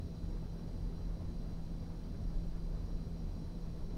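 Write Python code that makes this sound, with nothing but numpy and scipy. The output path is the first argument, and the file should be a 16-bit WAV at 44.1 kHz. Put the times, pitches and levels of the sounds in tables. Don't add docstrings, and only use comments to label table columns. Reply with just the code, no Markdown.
import sys
import numpy as np
from scipy import signal
from scipy.fft import rfft, irfft, next_fast_len
from scipy.io import wavfile
from scipy.ndimage import uniform_filter1d, map_coordinates

SR = 44100
rng = np.random.default_rng(int(sys.argv[2]) if len(sys.argv) > 2 else 0)


def inscribe(sig):
    pcm = np.round(np.clip(np.atleast_2d(sig).T, -1, 1) * 32767)
    wavfile.write(sys.argv[1], SR, pcm.astype(np.int16))


N = 175077


def amp(db):
    return 10 ** (np.asarray(db) / 20)


def unit(x):
    return x / np.sqrt(np.mean(x ** 2) + 1e-30)


def along(points, hz):
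    f, level = np.transpose(points)
    return np.interp(np.log(hz + 1), np.log(f + 1), level)


def wobble(rate):
    knots = rng.standard_normal(size=512)
    position = np.arange(N) * rate / SR
    return map_coordinates(knots, [position], mode="wrap")


def filtered(x, response):
    m = next_fast_len(N + SR // 2)
    f = np.fft.rfftfreq(m, 1 / SR)
    return irfft(rfft(x, m) * response(f), m)[:N]


def noise(response):
    return unit(filtered(rng.standard_normal(N), response))


def bell(f, centre, half_width):
    return 1 / (1 + ((f - centre) / half_width) ** 2)


# f/Hz, relative spectral density level/dB
FLOOR_SPECTRUM = [(100, 1), (7000, 1.5), (9800, 0.5), (12000, 2.5), (13500, 1), (15700, 1.5)]
FLOOR_DB = -77.5


def background_hiss():
    return amp(FLOOR_DB) * noise(lambda f: amp(along(FLOOR_SPECTRUM, f)))


# f/Hz, relative spectral density level/dB
RUMBLE_SPECTRUM = [(8, -20), (12, -8.5), (18, -1.5), (25, -9.5), (33, 1), (43, -0.5), (52, -22), (75, -36),
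                   (150, -43.5), (600, -90)]
# t/s, level/dB
RUMBLE_LEVEL = [(0, -45), (.75, -43), (1.5, -38.5), (1.72, -42.5), (2.2, -43), (2.4, -36), (2.8, -40.5),
                (3.0, -39), (3.35, -45.5), (3.9, -37.5)]


def deep_rumble():
    t, level = np.transpose(RUMBLE_LEVEL)
    envelope = amp(np.interp(np.arange(N) / SR, t, level))
    return noise(lambda f: amp(along(RUMBLE_SPECTRUM, f))) * envelope


# f/Hz, level/dB
FAN_TONES = [(167.2, -50.5), (484.3, -70.5)]
FAN_DRIFT_HZ, FAN_WAVER_DB, FAN_KNOTS_PER_S = 0.46, 0.85, 4.98


def extractor_fan():
    out = np.zeros(N)
    for hz, db in FAN_TONES:
        frequency = hz + FAN_DRIFT_HZ * wobble(FAN_KNOTS_PER_S)
        cycles = np.cumsum(frequency) / SR + rng.random()
        tone = np.sqrt(2) * np.sin(2 * np.pi * cycles)
        out += tone * amp(db + FAN_WAVER_DB * wobble(FAN_KNOTS_PER_S))
    return out


# f/Hz, equivalent noise bandwidth/Hz, level/dB
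PORT_RESONANCES = [(2550, 50, -91.5), (3060, 47, -89.5), (4000, 55, -80), (4066, 32, -80.5),
                   (4167, 54, -84.5), (4700, 41, -87.5), (4756, 34, -84), (4840, 54, -85), (5580, 34, -81),
                   (5670, 27, -89.5), (5670, 28, -103), (6750, 220, -87.5), (7920, 150, -91),
                   (8750, 41, -93), (8880, 200, -91.5), (9320, 40, -93.5), (9440, 180, -93),
                   (10240, 78, -95.5), (10600, 320, -94.5)]
WHISTLE_WAVER_DB, WHISTLE_KNOTS_PER_S = 1.2, 10


def port_whistles():
    out = np.zeros(N)
    for hz, bandwidth, db in PORT_RESONANCES:
        half_width = bandwidth * 2 / np.pi
        whistle = noise(lambda f: bell(f, hz, half_width))
        out += whistle * amp(db + WHISTLE_WAVER_DB * wobble(WHISTLE_KNOTS_PER_S))
    return out


# f/Hz, relative spectral density level/dB
JET_SPECTRUM = [(500, -4), (1800, -2), (3000, -0.5), (4400, 3.5), (5300, 0.5), (6100, 0), (6500, -9),
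                (7200, -24.5), (9000, -17), (15000, -46)]
JET_DB = -71.5


def jet_hiss():
    return amp(JET_DB) * noise(lambda f: amp(along(JET_SPECTRUM, f)))


PATCHY_DB = 0.64


def eddies():
    spectrum = signal.stft(rng.standard_normal(N), nperseg=512)[2]
    field = rng.standard_normal(spectrum.shape)
    field = uniform_filter1d(field, size=8, axis=0)
    field = uniform_filter1d(field, size=10, axis=1)
    return signal.istft(spectrum * amp(PATCHY_DB * unit(field)), nperseg=512)[1][:N]


# f/Hz, relative spectral density level/dB
ROAR_SPECTRUM = [(60, -3), (120, 1), (240, -5.5), (330, -11.5), (500, -14.5), (700, -19.5), (1000, -24.5),
                 (1500, -31.5), (2200, -38.5), (4000, -54.5), (9000, -76)]
# f/Hz, full width at half lift/Hz, lift/dB
BENCH_MODES = [(63.15, 4.4, 13), (84, 17.8, 10.5), (125, 8, 1.5), (158.4, 6.5, 6), (218, 7, 4.5),
               (247.6, 12, 4.5), (284, 6.5, 4), (303.7, 9.8, 4), (341, 7.4, 7), (403, 13.3, 6),
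               (468, 7.2, -0.5), (644, 25, 2)]
ROAR_DB, FLUTTER_DB, FLUTTER_KNOTS_PER_S = -45.5, 0.45, 29
LICK_DB, LICK_KNOTS_PER_S, LICK_HZ = 1.07, 24, 800


def flame_roar():
    def colour(f):
        lift = sum(db * bell(f, hz, width / 2) for hz, width, db in BENCH_MODES)
        return amp(along(ROAR_SPECTRUM, f) + lift)

    roar = unit(filtered(eddies(), colour))
    body = filtered(roar, lambda f: 1 / (1 + (f / LICK_HZ) ** 4))
    licks = (roar - body) * amp(LICK_DB * wobble(LICK_KNOTS_PER_S))
    flutter = amp(ROAR_DB + FLUTTER_DB * wobble(FLUTTER_KNOTS_PER_S))
    return (body + licks) * flutter


def scene():
    background = background_hiss() + deep_rumble() + extractor_fan()
    torch = port_whistles() + jet_hiss() + flame_roar()
    return (background + torch)[None]


TOP_HZ = 15730


def record(dry):
    return filtered(dry[0], lambda f: f < TOP_HZ)[None]


dry = scene()
out = record(dry)
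inscribe(out)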